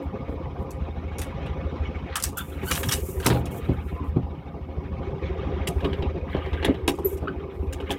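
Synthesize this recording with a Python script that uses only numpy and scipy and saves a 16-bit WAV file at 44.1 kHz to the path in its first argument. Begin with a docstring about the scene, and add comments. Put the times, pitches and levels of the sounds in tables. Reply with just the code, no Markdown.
"""From the front seats of an old car with its engine idling: an air-cooled flat-four turns slowly behind the cabin,
its uneven firings filtered into a boom, with shaped noise for clatter, tin rattle and panel drone over faint hiss.
Fine treble hiss swells now and again, most at 2.6 to 3.4 s. A seat belt clinks from 0.7 s, in noise bursts rung
through steel; from 2 s come squeaks of gliding sines, crunching vinyl and seat-back blows of decaying sines.
From 5 s the stiff latch of a rear side window grinds and snaps, with knocks in the panel and pane."""
import sys
import numpy as np
from scipy import signal
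from scipy.fft import rfft, irfft
from scipy.io import wavfile
from scipy.ndimage import uniform_filter1d, map_coordinates

SR = 44100
rng = np.random.default_rng(int(sys.argv[2]) if len(sys.argv) > 2 else 0)


def transcribe(signal):
    """Save signal, clipped to [-1, 1], as a 16-bit WAV file at the path in sys.argv[1]."""
    frames = np.atleast_2d(signal).T
    limited = np.clip(frames, -1, 1)
    pcm = np.round(limited * 32767).astype(np.int16)
    wavfile.write(sys.argv[1], SR, pcm)


N = 351918
TIME = np.arange(N) / SR

# Colour of steel clinking. Each row: frequency in Hz, relative level in dB.
CLINK_COLOUR = [(2650, -15), (4500, 0), (4770, 1), (5560, 3), (6770, 3.5), (8550, 3.5), (10800, 2),
                (12700, -2), (15100, -4.5), (16000, -6.5)]
# Colour of the duller clack of fittings. Each row: frequency in Hz, relative level in dB.
CLACK_COLOUR = [(200, -57.5), (500, -17.5), (850, 8.5), (1200, -3.5), (1700, 9), (2300, 6), (3200, 10),
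                (4000, 0), (5000, -10.5), (7000, -21.5), (16000, -65)]
# Colour of crunching vinyl. Each row: frequency in Hz, relative level in dB.
CRUNCH_COLOUR = [(300, -25), (600, -18), (950, 8), (1400, 4.5), (2000, -1), (3200, -2.5), (4200, -4),
                 (7000, -43), (16000, -79)]
# Colour of the treble hiss, steady and swelling. Each row: frequency in Hz, relative level in dB.
HISS_COLOUR = [(2650, -55.5), (4500, -16.5), (5530, -8.5), (7260, -0.5), (8690, -0.5), (12900, 2),
               (14900, 2.5), (16000, -8.5)]
# Resonances of the cabin and its panels. Each row: centre in Hz, width in Hz, lift in dB.
CABIN_MODES = [(126, 12.9, 2), (159, 20, 3.5), (282.9, 9, 11), (409.4, 10, -1), (530.2, 27, 8.5),
               (695.3, 35, 8.5), (810, 23, 9), (979, 12, 6.5), (1200, 40, 3.5), (2220, 51, 11.5),
               (2473, 77, 5.5)]
# Resonances of the small steel fittings. Each row: centre in Hz, width in Hz, lift in dB.
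STEEL_MODES = [(1200, 210, 11.5), (1598, 160, 5.5), (2700, 81, 6), (2910, 69, 7.5), (3344, 71, 2.5),
               (3786, 250, 6), (5570, 630, 1.5), (7359, 87, 0.5), (8550, 190, 2.5), (11680, 400, 3)]


def undb(db):
    """Decibels to gain."""
    return 10 ** (np.asarray(db) / 20)


def unit(x):
    """Scale to rms 1."""
    return x / np.sqrt(np.mean(x ** 2))


def curve(rows):
    """The second column of a table against time, joined by straight lines."""
    seconds, values = np.transpose(rows)
    return np.interp(TIME, seconds, values)


def noise():
    """White noise of rms 1."""
    return rng.standard_normal(N)


def walk(rate, size=N):
    """Smooth random drift of rms 1 that changes about rate times a second."""
    hold = max(int(SR / rate), 1)
    steps = np.repeat(rng.standard_normal(size // hold + 1), hold)
    return unit(uniform_filter1d(steps, hold)[:size])


def fade(age, t60):
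    """Exponential decay by 60 dB in t60, in the unit of age."""
    return np.exp(-np.log(1000) * age / t60)


def body(x, spectrum, modes=(), size=8192):
    """Ring x through a causal response of unit energy: a broad spectrum with resonances on it."""
    f = np.arange(size // 2 + 1) * SR / size + 1
    hz, db = np.transpose(spectrum)
    db = np.interp(np.log(f), np.log(hz), db)
    for centre, width, lift_db in modes:
        db = db + lift_db / (1 + (2 * (f - centre) / width) ** 2)
    # the folded cepstrum gives minimum phase: the ring starts at once
    cepstrum = irfft(np.log(undb(db)))[:size // 2]
    cepstrum[0] = 0
    response = irfft(np.exp(rfft(2 * cepstrum, size)))
    return signal.fftconvolve(x, response / np.linalg.norm(response))[:len(x)]


def patchy(x, depth_db, rate, width_hz, size=512):
    """Parts ring in turn: each narrow band of x swells and fades on its own, about rate times a second."""
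    overlap = size - size // 4
    f, t, bands = signal.stft(x, SR, nperseg=size, noverlap=overlap)
    chance = rng.standard_normal((int(f[-1] / width_hz) + 2, int(t[-1] * rate) + 2))
    grid = np.meshgrid(f / width_hz, t * rate, indexing="ij")
    swell = unit(map_coordinates(chance, grid, order=1))
    _, mixed = signal.istft(bands * undb(depth_db * swell), SR, nperseg=size, noverlap=overlap)
    return unit(mixed[:len(x)])


def strikes(times, levels_db, spectrum, modes, rise, t60, tail_db, tail_t60, crack=0.24, chatter_db=3):
    """Each contact cracks, chatters briefly, favours its own resonances and leaves dense reflections in the cabin."""
    out, age = np.zeros(2 * N), TIME[:SR // 3]
    decay = fade(age, t60) + undb(tail_db) * fade(age, tail_t60)
    shape = (1 - np.exp(-age / rise)) * decay
    shape = shape / shape.max() * (1 + crack * fade(age, 0.0028))
    for s, db in zip(times, levels_db):
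        force = patchy(rng.standard_normal(len(age)), depth_db=3.2, rate=35, width_hz=220)
        force = unit(force * undb(chatter_db * walk(700, size=len(age))))
        start = int(s * SR)
        out[start:start + len(age)] += undb(db) * body(force * shape, spectrum, modes, size=4096)
    return out[:N]


def swells(rows, attack_share, slope_db_per_s, release_t60, tail_db, tail_t60):
    """Gain of drawn-out sounds: each rises, gains or loses level steadily, stops and leaves a faint tail."""
    power, age = np.zeros(2 * N), TIME[:2 * SR]
    for s, length, db in rows:
        start = int(s * SR)
        after = np.maximum(age - length, 0)
        attack = np.minimum(age / (attack_share * length), 1)
        hold = attack * undb(db + slope_db_per_s * (age - after))
        release = fade(after, release_t60) + undb(tail_db) * fade(after, tail_t60)
        power[start:start + len(age)] += (hold * release) ** 2
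    return np.sqrt(power[:N])


def reflections(x, wet_db, t60):
    """Add the short, dense echo of the glass and steel shell."""
    tail = (noise() * fade(TIME, t60))[:SR // 3]
    return x + undb(wet_db) * signal.fftconvolve(x, tail / np.linalg.norm(tail))[:N]


def hiss(level_db=-80.5):
    """A faint, even hiss in the treble: steady filtered noise."""
    return body(noise(), HISS_COLOUR) * undb(level_db)


def firing_pulses(firings, scatter_db=3.0, misfire_db=-13.5):
    """One impulse a firing, with each cylinder's own strength, random scatter and stumbles."""
    # Each cylinder's strength in firing order, in dB before scatter.
    cylinder_db = np.array([1.5, -18, 3.5, -18.5])
    # The engine stumbles at the firings nearest these times, in seconds.
    misfires = [0.13, 0.66, 2.03, 2.18, 2.33, 3.54, 4.38, 5.14, 5.68, 6.75, 6.9, 7.28, 7.44, 7.51]
    count = firings.astype(int)
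    at = np.flatnonzero(np.diff(count)) + 1
    strength_db = cylinder_db[count[at] % len(cylinder_db)]
    pulses = np.zeros(N)
    pulses[at] = undb(strength_db + scatter_db * rng.standard_normal(len(at)))
    for s in misfires:
        pulses[at[np.argmin(np.abs(at / SR - s))]] *= undb(misfire_db)
    return pulses


def engine(boom_trim_db=-1, clatter_trim_db=3.0, rattle_trim_db=1.0, drone_trim_db=1, shake_db=0.5, puff=0.27):
    """Two firings a turn, strong and weak in turn, boom in the shell; noise shaken with them excites the panels."""
    # Engine speed. Each row: time in seconds, crank turns per second.
    crank = [(0, 13.35), (1, 13.17), (3.5, 13.17), (4.8, 13.09), (7, 13.1), (8, 12.85)]
    # Course of boom, clatter, rattling tin and panel drone. Each row: time in seconds, level in dB before trim.
    boom_level, clatter_level = [(0, -34), (0.6, -33.5), (1.7, -30), (2.5, -32), (3.1, -31), (4.1, -30.5),
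                                 (4.5, -35.5), (5.5, -30), (6.5, -27.5), (7.0, -33), (7.98, -29)], [(0.0, -37), (0.4, -36), (1.2, -37), (1.78, -34.5),
                                               (2.51, -41), (2.82, -34), (3.09, -40.5), (3.33, -33),
                                               (3.78, -40.5), (4.29, -41.5), (5.31, -35), (5.8, -33),
                                               (6.15, -35.5), (6.74, -39), (7.69, -39.5), (7.98, -38.5)]
    rattle_level, drone_level = [(0.0, -53.5), (0.82, -54), (1.24, -49), (2.22, -48.5), (2.36, -63),
                                 (2.62, -45.5), (2.8, -48), (3.02, -56), (3.44, -48), (4.42, -58),
                                 (5.67, -48), (6.24, -53.5), (6.51, -56), (6.87, -56), (7.56, -56),
                                 (7.98, -52)], [(0.0, -69), (1.2, -54), (2.27, -58.5), (2.98, -41.5),
                                                       (3.35, -45.5), (3.89, -56), (4.44, -58), (4.98, -43),
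                                                       (6.0, -36.5), (6.29, -53), (6.87, -33),
                                                       (7.98, -44.5)]
    # Colours of the same four layers. Each row: frequency in Hz, relative level in dB.
    boom_colour, clatter_colour = [(12, -59), (28, -33), (40, -9.5), (52, 0.5), (64, 3.5), (80, 8.5),
                                   (95, -5), (116, -25), (160, -20.5), (230, -33.5), (400, -58.5),
                                   (2000, -120)], [(20, -27), (45, -11), (62, 4.5), (85, 3), (110, 1),
                                                    (170, 2), (300, -4), (510, -6.5), (600, -13),
                                                    (1000, -14.5), (1250, -18.5), (1400, -41),
                                                    (2500, -55.5), (5000, -43.5), (9000, -75.5)]
    rattle_colour, drone_colour = [(500, -64), (1250, 8), (1600, 4), (2500, 2.5), (3800, -4.5),
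                                   (4600, -20.5), (5800, -18), (7300, -29.5), (10000, -53.5),
                                   (16000, -64.5)], [(150, -38), (310, -13.5), (388, 0.5), (460, -13.5),
                                                   (800, -40.5), (3000, -100)]

    firings = 2 * (np.cumsum(curve(crank)) / SR + 1.24)
    boom = unit(body(firing_pulses(firings), boom_colour))
    # valve gear and tin swell once a turn, with a puff after every firing
    turn_swell = undb(shake_db * np.cos(np.pi * firings - 1.2))
    shake = turn_swell * (1 + puff * fade(firings % 1, 2.0))  # this t60 is in firings
    gear = patchy(noise(), depth_db=4.2, rate=55, width_hz=110)
    tin = patchy(noise(), depth_db=3.8, rate=70, width_hz=200)
    clatter = body(unit(gear * shake * undb(1.4 * walk(40))), clatter_colour, CABIN_MODES)
    rattle = body(unit(tin * shake * undb(2.3 * walk(40))), rattle_colour, CABIN_MODES)
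    drone = body(unit(gear * shake), drone_colour, CABIN_MODES)

    out = boom * undb(curve(boom_level) + boom_trim_db)
    out += clatter * undb(curve(clatter_level) + clatter_trim_db)
    out += rattle * undb(curve(rattle_level) + rattle_trim_db)
    return out + drone * undb(curve(drone_level) + drone_trim_db)


def hiss_swells(grain_db=-1.0, surge_db=2.36):
    """Swells of fine, uneven treble hiss, some like rubbing cloth, some trailing after clicks; each eases off."""
    # Swells of hiss. Each row: start in seconds, length in seconds, starting level in dB.
    hissing = [(0.02, 0.026, -68), (0.29, 0.05, -74), (0.585, 0.045, -68), (2.371, 0.013, -29),
               (2.44, 0.2, -62), (2.62, 0.78, -38), (3.505, 0.081, -48.5), (3.62, 0.37, -65),
               (4.04, 0.054, -67.5), (5.7, 0.33, -69.5), (6.28, 0.57, -73), (7.045, 0.1, -48),
               (7.5, 0.85, -69.5)]
    level = swells(hissing, attack_share=0.075, slope_db_per_s=-15.5, release_t60=0.076, tail_db=-21.5, tail_t60=1.2)
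    unevenness = undb(grain_db * walk(170) + surge_db * walk(21))
    return body(unit(noise() * unevenness), HISS_COLOUR) * level


def seat_cover(crackle_db=4.5):
    """The vinyl creases and crunches under the shifting weight: crackling noise in short swells."""
    # Shifts of weight. Each row: start in seconds, length in seconds, starting level in dB.
    shifts = [(2.085, 0.075, -45), (2.66, 0.14, -42.5), (3.21, 0.14, -39.5)]
    level = swells(shifts, attack_share=0.3, slope_db_per_s=-2.5, release_t60=0.13, tail_db=-19.5, tail_t60=0.6)
    return body(unit(noise() * undb(crackle_db * walk(300))), CRUNCH_COLOUR) * level


def bumps(thud_trim_db=-2, knock_trim_db=-1, clack_trim_db=-2):
    """Soft, heavy blows ring the seat back as decaying sines, with noisy knocks and crunches from the panels."""
    # Blows on the seat and side panel. Each row: start in seconds, then thud, knock and clack levels
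    # in dB before trim, thud t60 in seconds.
    blows = [(0.283, -53, -30, -54, 0.57), (3.258, -23.5, -15.5, -19, 1), (3.3, -18, -24, -23, 0.47),
             (3.347, -31, -24, -35, 0.62), (3.644, -51, -40, -53, 0.34), (3.686, -18, -25, -43, 0.39),
             (4.161, -14.5, -29, -52, 0.27), (6.674, -26.5, -19.5, -41, 0.2),
             (7.219, -32, -25.5, -60, 0.23)]
    # Modes of the seat back. Each row: frequency in Hz, relative level in dB, share of the thud's t60.
    seat_modes = [(79.3, -24, .7), (122.5, 3.5, 0.64), (170.6, -3.5, 0.69), (207, -11, 1.4),
                  (265, -5, 0.71), (310.4, -6.5, 0.44), (364, -0.5, 0.39)]
    # Colour of the panel knock. Each row: frequency in Hz, relative level in dB.
    panel_colour = [(120, -12.5), (260, 6.5), (370, -2), (520, 0.5), (700, -7.5), (1000, -13.5),
                    (1500, -24.5), (8000, -59)]
    thuds = np.zeros(N)
    for s, db, _, _, t60 in blows:
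        heard = (TIME > s) & (TIME < s + 1)
        age = TIME[heard] - s
        soft_start = 1 - fade(age, 0.016)
        for k, (hz, mode_db, share) in enumerate(seat_modes):
            ring = np.sin(2 * np.pi * hz * age) * fade(age, t60 * share) * soft_start
            thuds[heard] += (-1) ** k * undb(db + mode_db + thud_trim_db) * ring
    s, _, knock, clack, _ = np.transpose(blows)
    low = strikes(s, knock + knock_trim_db, panel_colour, (), rise=0.0013, t60=0.22, tail_db=-24, tail_t60=0.19)
    mid = strikes(s, clack + clack_trim_db, CRUNCH_COLOUR, (), rise=0.0023, t60=0.093, tail_db=-18, tail_t60=0.17)
    return thuds + low + mid


def squeaks(flutter=0.66):
    """Dry surfaces stick and slip: short, rough, gliding tones with up to three partials, echoed by the cabin."""
    # Each row: start in seconds, length in seconds, start and end pitch in Hz, level in dB midway between
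    # the first two partials, step from partial to partial in dB, roughness as rms share of the pitch.
    glides = [(2.144, 0.051, 1113, 1290, -35, -17.5, 0.09), (2.363, 0.066, 1337, 1427, -37.5, -11, 0.11),
              (2.36, 0.061, 3360, 3520, -46.5, -18, 0.01), (2.655, 0.065, 1385, 1614, -39.5, -6.5, 0),
              (2.697, 0.03, 1627, 1647, -28, -5.5, 0.2), (3.927, 0.19, 1016, 1014, -53.5, -23, 0.06),
              (7.046, 0.02, 11700, 12200, -27.5, -11, 0), (7.27, 0.024, 1250, 1563, -33, -14.5, 0.05)]
    out = np.zeros(N)
    for s, length, start_hz, end_hz, db, step_db, rough in glides:
        span = slice(int(s * SR), int((s + length) * SR))
        progress = np.linspace(0, 1, span.stop - span.start)
        hz = (start_hz + (end_hz - start_hz) * progress) * (1 + rough * walk(900)[span])
        phase = 2 * np.pi * np.cumsum(hz) / SR
        partials = [k for k in range(1, 4) if k * end_hz < SR / 2]
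        tone = sum(undb(step_db * (k - 1.5)) * np.sin(k * phase) for k in partials)
        swell = np.sin(np.pi * progress) * (1 + flutter * walk(400)[span])
        out[span] += undb(db) * tone * swell
    return reflections(out, wet_db=-5.5, t60=0.15)


def belt(clink_trim_db=-2, clack_trim_db=-5):
    """The steel tongue leaves its buckle and clinks against the fittings: noise bursts rung through steel."""
    # Contacts of the belt hardware. Each row: time in seconds, clink and clack levels in dB before trim.
    contacts = [(0.7058, -42.5, -69), (1.1836, -31.5, -37), (1.2149, -34, -30), (1.4614, -57, -36),
                (2.1551, -20.5, -21), (2.1694, -43, -33), (2.198, -37, -36), (2.2238, -26, -48),
                (2.2368, -18.5, -25.5), (2.7112, -20.5, -19), (2.729, -25.5, -51.5), (2.752, -27.5, -27),
                (2.8303, -31, -22), (2.8867, -27, -23.5), (2.9113, -28, -21.5), (2.9213, -14, -21),
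                (3.1985, -41.5, -37), (3.227, -53, -31.5), (3.245, -34.5, -30.5), (3.262, -16.5, -43),
                (3.4555, -41, -43)]
    s, clink, clack = np.transpose(contacts)
    high = strikes(s, clink + clink_trim_db, CLINK_COLOUR, STEEL_MODES,
                   rise=.0008, t60=0.062, tail_db=-9.5, tail_t60=0.19, crack=0.43)
    mid = strikes(s, clack + clack_trim_db, CLACK_COLOUR, STEEL_MODES,
                  rise=0.0045, t60=0.04, tail_db=-15.0, tail_t60=0.22, crack=1.0)
    return high + mid


def latch(clink_trim_db=0, clack_trim_db=1, knock_trim_db=-1):
    """The window catch grinds, snaps and chatters in steel; the pane and side panel knock with each contact."""
    # Contacts of the catch. Each row: time in seconds, then clink, clack and knock levels in dB before trim.
    snaps = [(5.671, -31, -34.5, -27.5), (5.8045, -65, -43, -50), (5.8438, -54, -31, -19),
             (5.929, -63, -34.5, -37), (6.0221, -79, -36, -24), (6.3451, -79, -41, -22),
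             (6.3648, -73, -39, -25), (6.4604, -76, -43, -34), (6.5298, -62, -37.5, -26.5),
             (6.6253, -62, -30, -25), (6.6455, -39.5, -22, -20), (6.7417, -68, -42.5, -48),
             (6.8769, -25.5, -23, -14.5), (6.986, -53, -54, -25), (7.169, -50.5, -55, -41),
             (7.725, -41, -36.5, -45), (7.8003, -59.5, -42, -29.5), (7.8927, -57, -41.5, -28),
             (7.9051, -33.5, -29, -20.5)]
    # Finger pushes that grind the stiff catch. Each row: start in seconds, length in seconds, starting level in dB.
    pushes = [(5.25, 0.4, -53), (5.8, 0.19, -53), (6.26, 0.44, -47.5), (7.86, 0.077, -47)]
    # Colours of the pane and panel knock, and of the grinding. Each row: frequency in Hz, relative level in dB.
    knock_colour, creak_colour = [(120, -6), (260, -3.5), (390, 6), (520, -5.5), (750, -10), (1100, -10.5),
                                  (2000, -57), (8000, -89)], [(500, -33), (1100, -4), (1700, 4.5), (2200, 8), (2700, -4),
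                                                 (3200, 2), (3900, -14), (4800, -24), (8000, -48),
                                                 (16000, -65)]
    s, clink, clack, knock = np.transpose(snaps)
    high = strikes(s, clink + clink_trim_db, CLINK_COLOUR, STEEL_MODES,
                   rise=0.0079, t60=0.053, tail_db=-33.5, tail_t60=0.41)
    mid = strikes(s, clack + clack_trim_db, CLACK_COLOUR, STEEL_MODES,
                  rise=0.0012, t60=0.086, tail_db=-22.5, tail_t60=0.18)
    low = strikes(s, knock + knock_trim_db, knock_colour, CABIN_MODES,
                  rise=0.0016, t60=0.1, tail_db=-21.0, tail_t60=0.17)
    slips = patchy(noise(), depth_db=4.5, rate=90, width_hz=400)
    effort = swells(pushes, attack_share=0.067, slope_db_per_s=3, release_t60=0.16, tail_db=-8.5, tail_t60=2.9)
    return high + mid + low + body(slips, creak_colour, STEEL_MODES) * effort


def scene():
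    """Everything sounds inside the one small cabin, on one channel."""
    background = hiss() + engine()
    movements = hiss_swells() + seat_cover() + bumps() + squeaks()
    return (background + movements + belt() + latch())[None]


def record(dry, top_hz=15900):
    """The recorder cuts off the top of the treble steeply."""
    low_pass = signal.ellip(8, .2, 70, top_hz, fs=SR, output="sos")
    return signal.sosfilt(low_pass, dry)


dry = scene()
out = record(dry)
transcribe(out)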